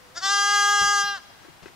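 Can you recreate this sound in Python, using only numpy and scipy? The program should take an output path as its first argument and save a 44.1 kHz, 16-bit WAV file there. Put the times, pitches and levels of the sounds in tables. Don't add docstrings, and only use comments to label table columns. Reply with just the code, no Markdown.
import sys
import numpy as np
from scipy import signal
from scipy.fft import rfft, irfft, next_fast_len
from scipy.io import wavfile
from scipy.ndimage import map_coordinates

SR = 44100
rng = np.random.default_rng(int(sys.argv[2]) if len(sys.argv) > 2 else 0)


def wrap_up_sound(samples):
    columns = np.atleast_2d(samples).T
    tamed = np.clip(columns, -1, 1)
    steps = np.round(tamed * 32767).astype(np.int16)
    wavfile.write(sys.argv[1], SR, steps)


N = 77175

# [t/s, f/Hz]
FOLD_RATE = [(.15, 312.3), (.176, 353.6), (.188, 351), (.203, 326.7), (.218, 379.3), (.235, 385.4),
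             (.258, 393), (.272, 390.6), (.311, 402.7), (.4, 403.4), (.46, 405.3), (.53, 408.2),
             (.595, 406.3), (.68, 406.8), (.735, 409.3), (.81, 405.5), (.85, 406.1), (.915, 408),
             (1.03, 402.3), (1.055, 406.7), (1.138, 400.7), (1.162, 389), (1.179, 349), (1.2, 332.7)]
# [t/s, level/dB]
VOICE_LEVEL = [(.14, -63), (.163, -36), (.178, -28.5), (.2, -40), (.214, -38.5), (.235, -26), (.258, -21),
               (.28, -22), (.32, -21), (.46, -21), (.56, -19.5), (.82, -19), (1.01, -21), (1.05, -24.5),
               (1.085, -25.5), (1.158, -31.5), (1.184, -41), (1.212, -69)]
# [t/s, ratio/dB]
RASP = [(.15, -11), (.178, -17.5), (.205, -12), (.232, -27), (.313, -28), (.38, -44), (.6, -44), (.66, -36),
        (1.135, -33), (1.153, -14), (1.175, -7)]
# [harmonic of that position's pitch, level/dB]
CATCH = [(1, -19), (2, -7.5), (3, -15), (4, 1), (5, -4.5), (6, -11), (7, -26), (8, -20), (9, -17),
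         (10, 1.5), (11, -14), (12, -37), (13, -3), (14, -3.5), (15, -9), (16, -1.5), (17, -16), (18, -12),
         (19, -7), (20, -12), (21, -11), (22, -21), (30, -40)]
OPENING = [(1, -21), (2, -4.5), (3, 1), (4, -1), (5, -6), (6, -18.5), (7, -13.5), (8, -10), (9, -2),
           (10, -10.5), (11, -1), (12, -6), (13, -9), (14, -1.5), (15, -6.5), (16, -12), (18, -11),
           (20, -18), (21, -18), (22, -22), (23, -41)]
WIDE = [(1, -21.5), (2, -6.5), (3, 0.5), (4, 0.5), (5, -11.5), (6, -27.5), (7, -11.5), (8, -9), (9, -21.5),
        (10, -14), (11, -17.5), (12, -11.5), (13, -13.5), (15, -11), (16, -13.5), (17, -13.5), (18, -18),
        (19, -19.5), (20, -23.5), (23, -27), (24, -34.5), (25, -29.5), (26, -27.5), (27, -40), (28, -30),
        (29, -40.5), (31, -45), (32, -52)]
CLOSING = [(1, -22.5), (2, -4), (3, -1.5), (4, 2.5), (5, -13.5), (6, -22.5), (7, -10), (8, -10), (9, -14),
           (10, -8), (11, -17), (12, -10.5), (14, -11), (15, -20), (16, -21), (17, -27), (18, -25),
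           (19, -30), (20, -46), (21, -29), (22, -36), (24, -52), (25, -28), (26, -42)]
# [t centre/s, duration/s]
MOUTH_MOVES = [(.212, 0.028), (.297, 0.042), (1.032, 0.036)]
# [f/Hz, swing depth]
WAVER_DEPTH = [(1600, .02), (2400, .2), (3000, .12), (4300, .25), (6000, .16), (10000, .28)]
# [t/s, lower band gain/dB, upper band gain/dB]
BAND_DRIFT = [(.3, -1, -2), (.6, 6, 2.5), (.75, -5, 2), (.97, -8.5, -2.5), (1.06, 0.5, -1.5)]
# [t/s, half length/s, f/Hz, level/dB]
STRAINS = [(.18, .014, 5100, -41), (.248, .03, 5900, -46.5), (.312, .026, 4600, -40)]
# [f/Hz, level/dB]
RASP_COLOUR = [(250, -10), (800, 0), (1500, 0), (2500, -12), (3400, -3), (4700, 3), (7000, -7), (9000, -20),
               (15000, -50)]
# [f/Hz, level/dB]
VOICE_LEFT_GAIN = [(400, 7.5), (800, 3.5), (1300, 3), (2400, 0), (4400, 3), (8000, 2), (14000, -2)]
# [f/Hz, phase/rad]
VOICE_LEFT_PHASE = [(400, -1.85), (1100, -0.81), (3200, -0.54), (9000, -1.14)]
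# [t/s, thump level/dB, f/Hz, t60/s, click level/dB]
KNOCKS = [(.812, -33, 125, 0.086, -56), (.826, -35, 163, 0.086, -54), (1.036, -38, 154, 0.055, -58),
          (1.303, -34.5, 698.7, 0.015, -67), (1.449, -41.5, 331, 0.054, -46.5),
          (1.483, -36.5, 334, 0.047, -59), (1.49, -47.5, 151, 0.12, -64), (1.622, -41.5, 156.3, 0.059, -57),
          (1.658, -28, 364.5, 0.032, -37.5), (1.682, -54, 380, 0.018, -43.5)]
# [t/s, length/s, level/dB]
SCUFFS = [(0.809, 0.054, -38.5), (1.415, 0.08, -55), (1.621, 0.039, -48), (1.664, 0.033, -48.5)]
# [f/Hz, level/dB]
STRAW_COLOUR = [(100, 6), (400, 7.5), (1000, 0), (2000, -1.5), (4000, -5), (7000, -10.5), (14000, -49)]
# [f/Hz, level/dB]
CLICK_COLOUR = [(100, -17), (500, -20), (2000, 0), (3500, -21), (14000, -45)]
# [f/Hz, phase/rad]
STEP_LEFT_PHASE = [(300, -1.75), (900, -.3)]
# [f/Hz, t60/s]
FIELD_T60 = [(200, 0.48), (1500, 1.075), (4000, 2.03), (10000, 0.15)]
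# [f/Hz, level/dB]
AIR_COLOUR = [(15, -48), (25, -16), (82, -9), (495, -16.5), (804, -11.5), (1800, -16), (3090, -20),
              (15500, -33.5)]
# [f/Hz, coherence]
AIR_COHERENCE = [(300, 0.081), (1500, 0.081), (12000, 0.022)]
# [t/s, f/Hz]
TONE_PITCH = [(0, 511), (.08, 488), (.15, 523), (.26, 550)]

CATCH_HZ, OPENING_HZ, WIDE_HZ, CLOSING_HZ = 352, 391, 407, 403
RISE_DB_PER_HARMONIC = 1.5
RING_HZ, RING_WIDTH_HZ, RING_SCALE_DB, RING_HALF_LENGTH_S = 4500, 1370, 6.5, .14
LOWER_BAND_HZ, UPPER_BAND_HZ, BAND_WIDTH_HZ = 2373, 3400, 260
WAVERS_PER_S = 20
FLUTTER_HZ, FLUTTER_WIDTH_HZ, FLUTTER_DEPTH, FLUTTERS_PER_S = 4250, 1050, .48, 62
JITTER, JITTER_PER_RASP = .0007, .035
SHIMMER_DB, UNEVEN_DB_PER_RASP = .08, 3
SMEAR_S_PER_KHZ = .00008
STRAIN_WIDTH_HZ = 900
TAP_HZ, TAP_T60_S, TAP_OVER_CLICK_DB = 1800, .005, 7
SWAY_START_S, SWAY_HZ, SWAY_DB, SWAY_T60_S = .845, 41.95, -42, .43
STEP_LEFT_DB, STEP_ECHO_DB = 8, -11
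GROUND_DB, GROUND_HZ, GROUND_T60_S = -19, 2500, .015
NEAR_DB, NEAR_T60_S, FIELD_DB = -21, .28, -24.5
AIR_DB, AIR_LEFT_DB = -51, 2.5
TONE_DB, TONE_ENDS_S, TONE_FADE_S = -58, .24, .074
TOP_HZ = 15750


def amp(db):
    return 10 ** (np.asarray(db) / 20)


def unit(x):
    return x / np.sqrt(np.mean(x ** 2) + 1e-20)


def clock():
    return np.arange(N) / SR


def along(points, hz):
    f, v = np.transpose(points)
    return np.interp(np.log(hz + 1), np.log(f + 1), v)


def curve(points):
    return np.interp(clock(), *np.transpose(points))


def wobble(rate):
    coarse = clock()[::16]
    knots = rng.standard_normal(int(N * rate / SR) + 4)
    return np.interp(clock(), coarse, map_coordinates(knots, [coarse * rate]))


def filtered(x, response):
    m = next_fast_len(N + SR // 2)
    return irfft(rfft(x, m) * response(np.fft.rfftfreq(m, 1 / SR)), m)[..., :N]


def noise(colour):
    return unit(filtered(rng.standard_normal(N), lambda hz: amp(along(colour, hz))))


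def bell(x, centre, width):
    return np.exp(-((x - centre) / width) ** 2)


def waver(depth, rate):
    swing = wobble(rate) + 1j * wobble(rate)
    return (1 + depth * swing) / np.sqrt(1 + 2 * depth ** 2)


def pan(left_db):
    return amp(np.array([[.5], [-.5]]) * left_db)


def phase_split(points, hz):
    return np.exp(1j * np.array([[.5], [-.5]]) * along(points, hz))


def dying(start_s, t60_s, rise_s):
    age = np.maximum(clock() - start_s, 0)
    return (1 - np.exp(-age / rise_s)) * amp(-60 * age / t60_s)


def throat(shape, pitch_hz):
    order, listed_db = np.transpose(shape)
    hz = np.fft.rfftfreq(2048, 1 / SR)
    harmonic = hz / pitch_hz
    db = np.interp(harmonic, order, listed_db)
    db += RISE_DB_PER_HARMONIC * np.maximum(harmonic - order[-1], 0)
    db -= 10 * np.log10(np.sum(amp(listed_db) ** 2))
    cepstrum = irfft(np.log(amp(db)))
    cepstrum[1:len(hz) - 1] *= 2
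    cepstrum[len(hz):] = 0
    return hz, rfft(cepstrum)


def bleat():
    t, rasp = clock(), amp(curve(RASP))
    jitter = JITTER * wobble(71.3) + JITTER_PER_RASP * rasp * wobble(450)
    pitch = curve(FOLD_RATE) * (1 + jitter)
    phase = 2 * np.pi * np.cumsum(pitch) / SR

    begun, opened, closed = [np.clip((t - s) / takes + .5, 0, 1) for s, takes in MOUTH_MOVES]
    mouths = [(1 - begun, throat(CATCH, CATCH_HZ)),
              (begun - opened, throat(OPENING, OPENING_HZ)),
              (opened - closed, throat(WIDE, WIDE_HZ)),
              (closed, throat(CLOSING, CLOSING_HZ))]
    ring_db = RING_SCALE_DB * opened * bell(t, MOUTH_MOVES[1][0], RING_HALF_LENGTH_S)
    lower_db, upper_db = [curve(np.array(BAND_DRIFT)[:, [0, column]]) for column in (1, 2)]

    tone = np.zeros(N)
    for k in range(1, 33):
        hz = k * pitch
        response = sum(share * np.interp(hz, *mouth) for share, mouth in mouths)
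        gain_db = ring_db * bell(hz, RING_HZ, RING_WIDTH_HZ)
        gain_db += lower_db * bell(hz, LOWER_BAND_HZ, BAND_WIDTH_HZ)
        gain_db += upper_db * bell(hz, UPPER_BAND_HZ, BAND_WIDTH_HZ)
        gain = amp(gain_db) * waver(along(WAVER_DEPTH, k * WIDE_HZ), WAVERS_PER_S)
        gain = gain * waver(FLUTTER_DEPTH * bell(hz, FLUTTER_HZ, FLUTTER_WIDTH_HZ), FLUTTERS_PER_S)
        smear = np.pi * SMEAR_S_PER_KHZ * (hz / 1000) * hz
        tone += np.sqrt(2) * np.real(gain * np.exp(response + 1j * (k * phase - smear)))

    gate = 1 + .55 * np.cos(phase - 1)
    puffs = unit(noise(RASP_COLOUR) * gate)
    uneven_db = (SHIMMER_DB + UNEVEN_DB_PER_RASP * rasp) * wobble(300)
    effort = amp(curve(VOICE_LEVEL) + uneven_db)
    voice = (tone + rasp * puffs) / np.sqrt(1 + rasp ** 2)
    return effort * voice + gate * strain()


def strain():
    out = np.zeros(N)
    for s, half_length, centre, db in STRAINS:
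        rush = unit(filtered(rng.standard_normal(N), lambda hz: bell(hz, centre, STRAIN_WIDTH_HZ)))
        out += amp(db) * bell(clock(), s, half_length) * rush
    return out


def hooves():
    t, out = clock(), np.zeros(N)
    click = noise(CLICK_COLOUR)
    straw = unit(noise(STRAW_COLOUR) * amp(1.0 * wobble(500)))
    for s, db, hz, t60, click_db in KNOCKS:
        out += amp(db) * dying(s, t60, rise_s=.002) * np.sin(2 * np.pi * hz * (t - s))
        tap = dying(s, TAP_T60_S, rise_s=.0002) * np.sin(2 * np.pi * TAP_HZ * (t - s))
        burst = dying(s, t60_s=.027, rise_s=.00036) * click
        out += amp(click_db) * (amp(TAP_OVER_CLICK_DB) * tap + burst)
    for s, length, db in SCUFFS:
        onset = np.clip((t - s) / .0081, 0, 1)
        out += amp(db) * onset * bell(t, s, length) * straw
    sway = np.sin(2 * np.pi * SWAY_HZ * (t - SWAY_START_S))
    return out + amp(SWAY_DB) * dying(SWAY_START_S, SWAY_T60_S, rise_s=.01) * sway


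def echo(x, t60_s):
    hz, t, z = signal.stft(rng.standard_normal((2, SR)), SR, nperseg=256)
    tail = signal.istft(z * amp(-60 * t / t60_s(hz[:, None])), SR, nperseg=256)[1]
    return signal.fftconvolve(x[None], tail / np.linalg.norm(tail[0]), axes=1)[:, :N]


def air():
    def angle(hz):
        return np.arccos(np.clip(along(AIR_COHERENCE, hz), -1, 1)) / 2

    mid = filtered(noise(AIR_COLOUR), lambda hz: np.cos(angle(hz)))
    side = filtered(noise(AIR_COLOUR), lambda hz: np.sin(angle(hz)))
    hiss = amp(AIR_DB + .15 * wobble(6.62)) * np.array([mid + side, mid - side])
    fade = np.clip((TONE_ENDS_S - clock()) / TONE_FADE_S, 0, 1)
    tone = np.sin(2 * np.pi * np.cumsum(curve(TONE_PITCH)) / SR) * fade
    return pan(AIR_LEFT_DB) * (hiss + amp(TONE_DB) * tone)


def scene():
    voice, steps = bleat(), hooves()
    direct = filtered(voice, lambda hz: pan(along(VOICE_LEFT_GAIN, hz)) * phase_split(VOICE_LEFT_PHASE, hz))
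    ramp = filtered(steps, lambda hz: pan(STEP_LEFT_DB) * phase_split(STEP_LEFT_PHASE, hz))
    treble = filtered(voice, lambda hz: hz ** 2 / (hz ** 2 + GROUND_HZ ** 2))
    ground = amp(GROUND_DB) * echo(treble, lambda hz: GROUND_T60_S)
    near = echo(amp(NEAR_DB) * treble + amp(STEP_ECHO_DB) * steps, lambda hz: NEAR_T60_S)
    far = amp(FIELD_DB) * echo(voice, lambda hz: along(FIELD_T60, hz))
    return direct + ground + ramp + near + far + air()


def record(dry):
    return filtered(dry, lambda hz: hz < TOP_HZ)


dry = scene()
out = record(dry)
wrap_up_sound(out)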